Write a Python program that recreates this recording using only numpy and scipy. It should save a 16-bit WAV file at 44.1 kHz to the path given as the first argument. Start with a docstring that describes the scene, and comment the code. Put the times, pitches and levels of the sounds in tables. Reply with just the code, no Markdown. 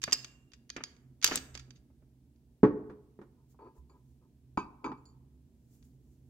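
"""In a small workshop with a low hum, a steel ring gear is worked out of its cast housing,
stood on a workbench and leaned against a big crown wheel; a sleeve brushes past.
Blows are impulse responses: damped modes over dense chatter, low-passed by the softness of the contact.
Grinding and sliding are trains of random stick-slip taps filtered by the same kind of response.
Band-shaped noise makes the air, the cloth and the diffuse echo; wavering sines make the hum."""
import sys
import numpy as np
from scipy import signal
from scipy.fft import rfft, irfft, next_fast_len
from scipy.io import wavfile
from scipy.ndimage import uniform_filter1d

SR = 44100
rng = np.random.default_rng(int(sys.argv[2]) if len(sys.argv) > 2 else 0)


def store_pcm(level_fs):
    """Save levels as 16-bit WAV."""
    pcm = np.round(np.clip(level_fs, -1, 1) * 32767).astype(np.int16)
    wavfile.write(sys.argv[1], SR, np.atleast_2d(pcm).T)


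N = 277389  # samples in the scene

# Third-octave centre frequencies in Hz, and the signs of left and right.
BANDS = 31.25 * 2 ** (np.arange(28) / 3)
SIDES = np.array([[1], [-1]])
# The crowd of short-lived modes in small steel parts.
# Each row: frequency in Hz, relative level in dB per Hz.
STEEL = [(200, -17.5), (400, -15), (700, -23), (1250, -7), (2500, -4), (3800, -2), (5000, -6), (6500, 4.5),
         (8000, -15), (9500, -9.5), (15000, -11)]
STEEL_SPLIT = .012  # how far contact splits a mode, as a share of its frequency
STEEL_PUSH_S = .001  # how long a steel contact pushes


def undb(db):
    """Amplitude gain is ten to the power of the level in decibels over twenty."""
    return 10 ** (np.asarray(db) / 20)


def at(table, hz):
    """Spectra are read along a logarithmic frequency axis, in straight lines between the rows."""
    f, value = np.transpose(table)
    return np.interp(np.log(hz), np.log(f), value)


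def unit(x):
    """Energy is the sum of squares; a stereo signal is scaled to a mean of one per channel."""
    return x / np.sqrt(np.sum(x ** 2) / 2)


def spread(hz, corner_hz=900):
    """Two microphones lose coherence as wavelength shrinks: 0.12 in the bass, near 1 in the treble."""
    return np.hypot(.12, hz ** 2 / (hz ** 2 + corner_hz ** 2))


def fade(t, t60):
    """Exponential decay falls by 60 dB in the time t60."""
    return np.exp(-np.log(1000) * t / max(t60, .002))


def noise_bands(size):
    """Overlapping third-octave windows split stereo noise into bands of unit energy."""
    octaves = np.log2(np.maximum(np.fft.rfftfreq(size, 1 / SR), 1))
    mid, side = rfft(rng.standard_normal((2, size)))
    for hz in BANDS:
        window = np.sqrt(np.maximum(1 - 3 * np.abs(octaves - np.log2(hz)), 0))
        stereo = mid + spread(hz) * SIDES * side
        yield hz, unit(irfft(window * stereo, size))


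def hiss(colour):
    """Shaping the spectrum of white noise gives a steady stereo hiss, here of rms 1."""
    size = next_fast_len(N)
    hz = np.maximum(np.fft.rfftfreq(size, 1 / SR), 1)
    mid, side = rfft(rng.standard_normal((2, size)))
    gain = undb(at(colour, hz)) * hz / (hz + 10)
    stereo = mid + spread(hz) * SIDES * side
    return unit(irfft(gain * stereo, size)[:, :N]) * np.sqrt(N)


def walk(rate):
    """Averaging held random values gives a smooth drift, with about `rate` new values a second."""
    k = int(SR / rate)
    held = np.repeat(rng.standard_normal(N // k + 1), k)
    return uniform_filter1d(held, k)[:N]


def chatter(colour, t60, crack_db, crack_s=.008, size=8192):
    """High modal density sounds as decaying noise: a short crack over a quickly damped clatter."""
    t = np.arange(size) / SR
    out = 0
    for hz, band in noise_bands(size):
        few_cycles = 8 / hz  # low bands need longer to die
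        envelope = fade(t, t60 + few_cycles) + undb(crack_db) * fade(t, crack_s + few_cycles)
        out = out + undb(at(colour, hz)) * np.sqrt(hz) * unit(band * envelope)
    return unit(out)


def ring(modes, size, split, count=4):
    """Contact splits each damped mode into beating neighbours, out of step between the microphones."""
    t = np.arange(size) / SR
    out = np.zeros((2, size))
    for k, (hz, db, t60) in enumerate(modes):
        life = t[:int(1.2 * t60 * SR) + 64]
        detune, phase = rng.standard_normal((2, count))
        beat_phase = 2 * np.pi * hz * split * detune[:, None] * life + np.pi * phase[:, None]
        neighbours = np.exp(1j * beat_phase).mean(axis=0)
        crowding = min(hz * split / 12, 2)
        carrier = np.exp(2j * np.pi * hz * life)
        stereo_phase = np.exp(1j * SIDES * spread(hz) * np.pi / 4)
        wave = np.imag((1 + crowding * neighbours) * carrier * stereo_phase)
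        sign = (-1) ** k
        out[:, :len(life)] += sign * undb(db) * unit(wave * fade(life, t60))
    return unit(out)


def body(modes, colour, split, t60, ring_db, crack_db, size=26000):
    """An impulse response is the sum of a few clear modes and a dense chatter of unit energy."""
    answer = undb(ring_db) * ring(modes, size, split)
    dense = chatter(colour, t60, crack_db)
    answer[:, :dense.shape[1]] += dense
    return answer


def soften(x, hard_hz):
    """A soft contact acts as a low-pass filter: it cannot excite the treble."""
    low_pass = signal.butter(2, min(hard_hz, .45 * SR), fs=SR, output="sos")
    return signal.sosfilt(low_pass, x)


def strike(hits, modes, colour, split, push_s, crack_db, pan_db, size=26000):
    """Impact excites a body's impulse response; level counts the energy as spread over 10 ms.

    Each hit: start in seconds, level in dB, contact hardness in Hz, chatter t60 in seconds,
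    ring over chatter in dB. pan_db is left minus right, one for all hits or one each."""
    out = np.zeros((2, N + size))
    push = np.sin(np.pi / 2 * np.minimum(np.arange(size) / SR / push_s, 1)) ** 2
    for (s, db, hard_hz, t60, ring_db), side_db in zip(hits, np.broadcast_to(pan_db, len(hits))):
        answer = push * body(modes, colour, split, t60, ring_db, crack_db)
        blow = unit(soften(answer, hard_hz)) * np.sqrt(SR / 100)
        start = max(int(s * SR), 0)
        out[:, start:start + size] += blow * undb(db + SIDES * side_db / 2)
    return out[:, :N]


def strokes(rows, attack_s, release_s):
    """Effort of a hand follows an envelope: it builds up linearly, holds and dies exponentially."""
    t = np.arange(N) / SR
    effort = 0
    for s, length, db in rows:
        build = np.clip((t - s) / attack_s, 0, 1)
        release = fade(np.maximum(t - s - length, 0), release_s)
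        effort = effort + undb(db) * build * release
    return effort


def rub(effort, modes, colour, split, slips_per_s, uneven_db, hard_hz, low_hz, ring_db, count=3):
    """Stick-slip friction at a few contacts: dense uneven taps, too light to move the lowest modes."""
    high_pass = signal.butter(2, low_hz, "high", fs=SR, output="sos")
    out = 0
    for _ in range(count):
        happens = rng.random(N) < slips_per_s / count / SR
        slips = happens * undb(uneven_db * np.clip(rng.standard_normal(N), -2, 2))
        slips *= rng.choice([-1, 1], N) / np.sqrt(count * np.mean(slips ** 2))
        answer = soften(body(modes, colour, split, 0.03, ring_db, crack_db=-0.5), hard_hz)
        answer = unit(signal.sosfilt(high_pass, answer))
        out = out + signal.fftconvolve((slips * effort)[None], answer, axes=1)[:, :N]
    return out


def background(pan_db=-3.0):
    """Low-passed noise and modulated sines make a drone with a wavering hum, under a faint even hiss."""
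    # The workshop air. Each row: frequency in Hz, relative level in dB per Hz.
    air_colour = [(15, -47.5), (25, -24.5), (53, -1), (75, 1.5), (96, -15), (129, 0), (193, -14), (240, -3),
                  (289, -11), (482, -24.5), (523, -33), (582, -29), (1020, -38.5), (1110, -44),
                  (15500, -48.5)]
    air_db = -63  # before the drone's swell
    # The hum. Each row: frequency in Hz, level in dB before the wavering and the drone's swell.
    hum_tones = [(68, -73.5), (128, -69.5)]
    # The drone slowly swells and sinks. Each row: time in seconds, gain in dB.
    drone = [(0, -0.5), (1.6, 3), (2.2, -1), (4.3, -1), (5.3, 1), (6.29, 2)]
    t = np.arange(N) / SR
    air = undb(air_db) * hiss(air_colour)
    low = signal.sosfiltfilt(signal.butter(2, 600, fs=SR, output="sos"), air)
    hum = 0
    for hz, db in hum_tones:
        level = undb(db + 4.9 * walk(7)) * np.sqrt(2)
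        hum = hum + level * np.sin(2 * np.pi * hz * t + 0.69 * walk(6.6))
    swell = undb(np.interp(t, *np.transpose(drone)) + SIDES * pan_db / 2)
    return air - low + (low + hum) * swell


def workshop(x, build_s=.011, size=40000):
    """Diffuse reverberation from cluttered walls builds up briefly; each band decays at its own rate."""
    # The strength of the echo. Each row: frequency in Hz, level in dB.
    echo_level = [(60, -13), (250, -16), (600, -14.5), (1500, -17.5), (5000, -17), (7500, -24), (9500, -21),
                  (15000, -19)]
    # The decay of the echo. Each row: frequency in Hz, t60 in seconds.
    echo_t60 = [(100, .55), (400, 0.72), (1200, .72), (5000, 0.28), (8000, 0.6), (14000, .42)]
    t = np.arange(size) / SR
    onset = 1 - np.exp(-(t / build_s) ** 2)
    tail = 0
    for hz, band in noise_bands(size):
        share = hz * np.log(2) / 3 / (SR / 2)  # the band's part of the whole spectrum
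        decaying = unit(band * onset * fade(t, at(echo_t60, hz)))
        tail = tail + undb(at(echo_level, hz)) * np.sqrt(share) * decaying
    return signal.fftconvolve(x, tail, axes=1)[:, :N]


def sleeve(flutter_db=4.0):
    """Friction noise of cloth follows the speed of the arm, a bell curve for each move."""
    # An arm brushes past. Each row: middle in seconds, width in seconds, level in dB.
    moves = [(3.515, 0.026, -75), (3.778, 0.029, -73.5), (4.10, .08, -84), (5.77, 0.21, -77.5),
             (6.17, .15, -85)]
    # The colour of the cloth. Each row: frequency in Hz, relative level in dB per Hz.
    cloth = [(1000, -10), (4000, -9), (7000, 2), (9000, -5), (15000, -2.5)]
    t = np.arange(N) / SR
    speed = sum(undb(db) * np.exp(-((t - s) / width) ** 2) for s, width, db in moves)
    return hiss(cloth) * speed * undb(flutter_db * walk(30))


def small_part():
    """Free vibration after impact: a small steel part touches down lightly, then drops and rings."""
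    # Each row: start in seconds, level in dB, contact hardness in Hz, chatter t60 in seconds,
    # ring over chatter in dB.
    part_hits = [(0.017, -48, 9057, .06, -13), (0.1275, -20, 14000, 0.038, 8.5)]
    # Modes of the part. Each row: frequency in Hz, relative level in dB, t60 in seconds.
    part_modes = [(2748, -13.5, 0.077), (4470, -8.5, 0.057), (5000, 4.5, 0.073), (4510, -24.5, 0.32),
                  (2770, -30, 1), (6230, -5.5, 0.043), (7300, -6.5, .05), (7970, -13.5, 0.046)]
    return strike(part_hits, part_modes, STEEL, STEEL_SPLIT, push_s=0.0019, crack_db=-6.0, pan_db=-4.0)


def housing():
    """Heavy damping: the casting answers each knock of the ring with the same modes, short and dull."""
    # Each row: start in seconds, level in dB, contact hardness in Hz.
    housing_hits = [ (0.077, -37.5, 1980), (0.1218, -39, 4470), (0.7629, -38.5, 2800), (0.778, -46, 3200),
                    (0.805, -46, 1950), (1.284, -40.5, 1500), (1.3115, -35, 3220), (1.318, -33.5, 3480),
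                    (1.338, -40, 3000), (1.360, -43, 393), (1.551, -50, 3000), (1.677, -63, 602),
                    (1.900, -70, 700), (2.020, -67.5, 700)]
    # Modes of the casting. Each row: frequency in Hz, relative level in dB, t60 in seconds.
    housing_modes = [(263.9, -1, 0.22), (385, 4, 0.046), (617, -2, 0.053), (880, -11.5, 0.11),
                     (1277.7, -1.5, 0.13), (1689, -5, .08)]
    # The dense modes beneath. Each row: frequency in Hz, relative level in dB per Hz.
    cast_colour = [(100, -6), (300, 0.5), (650, -6), (1000, -4.5), (1600, -2.5), (2800, -3), (4000, -18),
                   (12000, -36)]
    chatter_s, ring_db = 0.077, -7.5
    knocks = [(*hit, chatter_s, ring_db) for hit in housing_hits]
    return strike(knocks, housing_modes, cast_colour, STEEL_SPLIT, push_s=0.0022, crack_db=-3.0, pan_db=-1.5)


def bench():
    """Contact time sets the band excited: the bench thuds under the ring, sways under slow pushes."""
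    # The ring lands, bounces and rocks. Each row: start in seconds, level in dB,
    # contact hardness in Hz, chatter t60 in seconds, ring over chatter in dB.
    bench_hits = [(2.6315, -10, 2530, 0.15, 8), (2.6455, -24, 1503, 0.061, -2),
                  (2.897, -44, 4000, 0.15, -10), (3.189, -45, 3003, 0.07, 6), (3.214, -48, 5020, 0.12, -15)]
    # Modes of the bench. Each row: frequency in Hz, relative level in dB, t60 in seconds.
    bench_modes = [(124, -7, 0.21), (213, 1.5, 0.075), (220, -9, 0.19), (250, -3, 0.15), (299, -1.5, 0.4),
                   (342, -1.5, 0.1), (423.5, 3.5, 0.12), (423, -25, .6), (581, -18, .12), (861, -17, 0.089),
                   (990, -19.5, 0.12), (1860, -27, 0.16)]
    # The dense modes beneath. Each row: frequency in Hz, relative level in dB per Hz.
    bench_colour = [(50, -18.5), (110, -13), (220, 0.5), (380, 0.5), (500, -8.5), (650, -19.5), (950, -10),
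                    (1300, -14), (1800, -20.5), (2800, -35.5), (6000, -37.5), (14000, -35.5)]
    # The loaded bench is pushed. Each row: start in seconds, level in dB.
    sway_hits = [(1.398, -51), (1.53, -47), (3.775, -45.5), (4.069, -56.5)]
    # Modes of the sway. Each row: frequency in Hz, relative level in dB, t60 in seconds.
    sway_modes = [(64.8, 7.5, 0.46), (72.4, -10, 0.44)]
    split = .002  # share of a mode's frequency
    hard_hz, chatter_s, ring_db = 135, 0.3, 18  # of the pushes
    pushes = [(*hit, hard_hz, chatter_s, ring_db) for hit in sway_hits]
    thuds = strike(bench_hits, bench_modes, bench_colour, split, push_s=0.0015, crack_db=-14, pan_db=-1.1)
    sway = strike(pushes, sway_modes, bench_colour, split, push_s=.015, crack_db=-30, pan_db=-4.5)
    return thuds + sway


def crown_wheel():
    """Impact and friction on one body: the ring clanks on the wheel, slides over it, ticks on its rim."""
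    # The ring meets the wheel. Each row: start in seconds, level in dB, contact hardness in Hz,
    # chatter t60 in seconds, ring over chatter in dB.
    wheel_hits = [ (3.545, -66, 803, 0.046, -7), (3.590, -57, 1805, 0.093, -3),
                  (3.668, -54, 1292, 0.046, -2), (3.896, -63, 4000, 0.095, -1),
                  (4.5732, -27, 10800, 0.2, 3), (4.575, -26, 2480, 0.015, -6), (4.8428, -32, 9700, 0.12, 4),
                  (4.862, -34, 2500, 0.11, -20), (4.893, -40, 456, 0.12, -26),
                  (4.917, -38.5, 4050, 0.07, -10)]
    # Modes of the wheel. Each row: frequency in Hz, relative level in dB, t60 in seconds.
    wheel_modes = [(257.7, -1.5, 0.26), (314.5, 0.5, 0.11), (414, -6.5, 0.11), (857, -7, 0.15),
                   (896, -5.5, .1), (979, 0.5, 0.099), (1034, -19, 0.71), (1039, -1.5, 0.094),
                   (1200, -8, 0.25), (1255, -6, 0.22), (1310, -4, 0.11), (1553, -14, 0.14),
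                   (2310, -6.5, 0.15), (2370, -9, 0.027), (2540, -14.5, 0.2), (2670, -20.5, 0.16),
                   (3060, -24.5, 0.12), (3460, -22.5, 0.15), (3862, -25.5, 0.22), (4530, -21.5, 0.15),
                   (4720, -18, 0.18), (4950, -24, 0.1), (6380, -22.5, 0.12), (7070, -21, .1),
                   (8700, -39, .08), (9950, -36.5, 0.15)]
    # The dense modes beneath. Each row: frequency in Hz, relative level in dB per Hz.
    wheel_colour = [(100, -10.5), (290, 4.5), (400, -3), (520, -18.5), (660, -19.5), (850, -8), (1050, 6.5),
                    (1300, -13.5), (1900, -26), (2400, -26), (3000, -43.5), (4700, -27.5), (5700, -40.5),
                    (7000, -35), (14000, -56.5)]
    # The rim ticks lightly. Each row: start in seconds, level in dB.
    rim_hits = [(3.896, -71.5), (4.975, -79), (5.054, -61), (5.087, -72), (5.103, -75)]
    # Modes of the rim. Each row: frequency in Hz, relative level in dB, t60 in seconds.
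    rim_modes = [(4515, 4.5, 0.11), (4800, -2, 0.08), (7050, 6, 0.12), (10200, -4, .06)]
    # Each push slides the ring's face. Each row: start in seconds, length in seconds, level in dB.
    slides = [(3.365, .045, -76), (3.586, 0.089, -54), (3.748, 0.03, -65), (3.888, 0.086, -67),
              (4.208, 0.043, -71.5), (4.833, 0.056, -45.5)]
    # Modes of the gripped, sliding ring. Each row: frequency in Hz, relative level in dB, t60 in seconds.
    slide_modes = [(395, 5, 0.0294), (899.6, -2, 0.11), (1005, -1.5, 0.15), (1245, -11.5, 0.045),
                   (1640, -20.5, 0.18), (2480, -22, 0.16), (4540, -15, .1)]
    wheel_split, rim_split = .009, .016  # shares of a mode's frequency
    hard_hz, chatter_s, ring_db = 8500, 0.027, 13  # of the ticks
    ticks = [(*hit, hard_hz, chatter_s, ring_db) for hit in rim_hits]
    push = strokes(slides, attack_s=0.01, release_s=.11)
    clanks = strike(wheel_hits, wheel_modes, wheel_colour, wheel_split, STEEL_PUSH_S, crack_db=-5, pan_db=-.9)
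    rim = strike(ticks, rim_modes, STEEL, rim_split, push_s=0.002, crack_db=12, pan_db=-3.5)
    scrape = rub(push, slide_modes, wheel_colour, wheel_split, slips_per_s=1800, uneven_db=3.0,
                 hard_hz=2260, low_hz=250, ring_db=11.5)
    return clanks + rim + scrape


def teeth():
    """A harder catch is a shorter contact, so brighter; teeth also grind, and one edge snaps free."""
    # Teeth catch and slip in the housing. Each row: start in seconds, level in dB,
    # chatter t60 in seconds, left minus right in dB.
    tooth_hits = [ (0.03, -44, .017, -4.5), (0.038, -29, .017, -1.5), (0.095, -56, .07, -4.5),
                  (0.111, -49.5, .04, -3), (0.1225, -30, .045, 1), (0.245, -43, .027, 0),
                  (0.518, -65.5, .03, -7), (0.534, -54.5, .05, 2.5), (0.693, -57.5, .025, 0),
                  (0.701, -41, .01, -1.5), (0.7641, -46, .045, -0.5), (0.8371, -37, .012, -1),
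                  (0.965, -70, .023, -5), (1.215, -54.5, .03, -4.5), (1.226, -39, .04, -5),
                  (1.233, -37.5, .04, -2), (1.2431, -17, .032, -.5), (1.259, -33.5, .05, 0.5),
                  (1.2639, -30, .018, 1), (1.2753, -29.5, .04, -1), (1.335, -46.5, .028, 5),
                  (1.374, -37.5, .045, -3.5), (1.551, -45, .03, -6), (1.5749, -48, .02, -5),
                  (1.706, -56, .025, -6.5), (2.360, -82, .025, 1), (5.826, -71.5, .03, 3)]
    # Modes of the teeth. Each row: frequency in Hz, relative level in dB, t60 in seconds.
    tooth_modes = [(1666, -16, 0.5), (2420, -10, 0.055), (3280, -11, .06), (4650, 3.5, .04),
                   (4950, 2, 0.044), (4740, -11, 0.36), (6080, 4, 0.025), (6720, -2.5, .04)]
    # One edge snaps free. Each row: start in seconds, level in dB, contact hardness in Hz,
    # chatter t60 in seconds, ring over chatter in dB.
    snap_hits = [(1.3568, -28, 15100, 0.016, 2.5)]
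    # Modes of that edge. Each row: frequency in Hz, relative level in dB, t60 in seconds.
    snap_modes = [(7650, -2, .015), (8050, 0, .02), (13300, -12, .03)]
    # Each pull grinds the teeth. Each row: start in seconds, length in seconds, level in dB.
    grinds = [(1.224, 0.15, -42.5), (1.536, .016, -56), (1.587, 0.0094, -55), (1.748, 0.017, -67)]
    # Hardness of the lightest touch, and what a catch at firm_db adds; the addition doubles every 10 dB.
    touch_hz, firm_hz, firm_db, doubling_db = 4540, 4779, -28, 10
    ring_db = -6
    catches, places = [], []
    for s, db, t60, side_db in tooth_hits:
        hard_hz = touch_hz + firm_hz * 2 ** ((db - firm_db) / doubling_db)
        catches.append((s, db, hard_hz, t60, ring_db))
        places.append(side_db)
    pull = strokes(grinds, attack_s=.008, release_s=0.084)
    clinks = strike(catches, tooth_modes, STEEL, STEEL_SPLIT, STEEL_PUSH_S, crack_db=-1, pan_db=places)
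    snap = strike(snap_hits, snap_modes, STEEL, STEEL_SPLIT, STEEL_PUSH_S, crack_db=6, pan_db=1)
    grind = rub(pull, tooth_modes, STEEL, STEEL_SPLIT, slips_per_s=780, uneven_db=5,
                hard_hz=5500, low_hz=700, ring_db=-8)
    return clinks + snap + grind


def scene():
    """Direct and reverberant sound add up; the crown wheel is nearest, so it is the driest."""
    far = small_part() + teeth() + housing() + bench()
    near = crown_wheel()
    echo = workshop(far + undb(-2.5) * near)
    return far + near + echo + sleeve() + background()


def record(dry):
    """Band limiting: a steep elliptic low-pass cuts the top above 15.8 kHz."""
    low_pass = signal.ellip(10, .2, 80, 15800, fs=SR, output="sos")
    return signal.sosfilt(low_pass, dry)


dry = scene()
out = record(dry)
store_pcm(out)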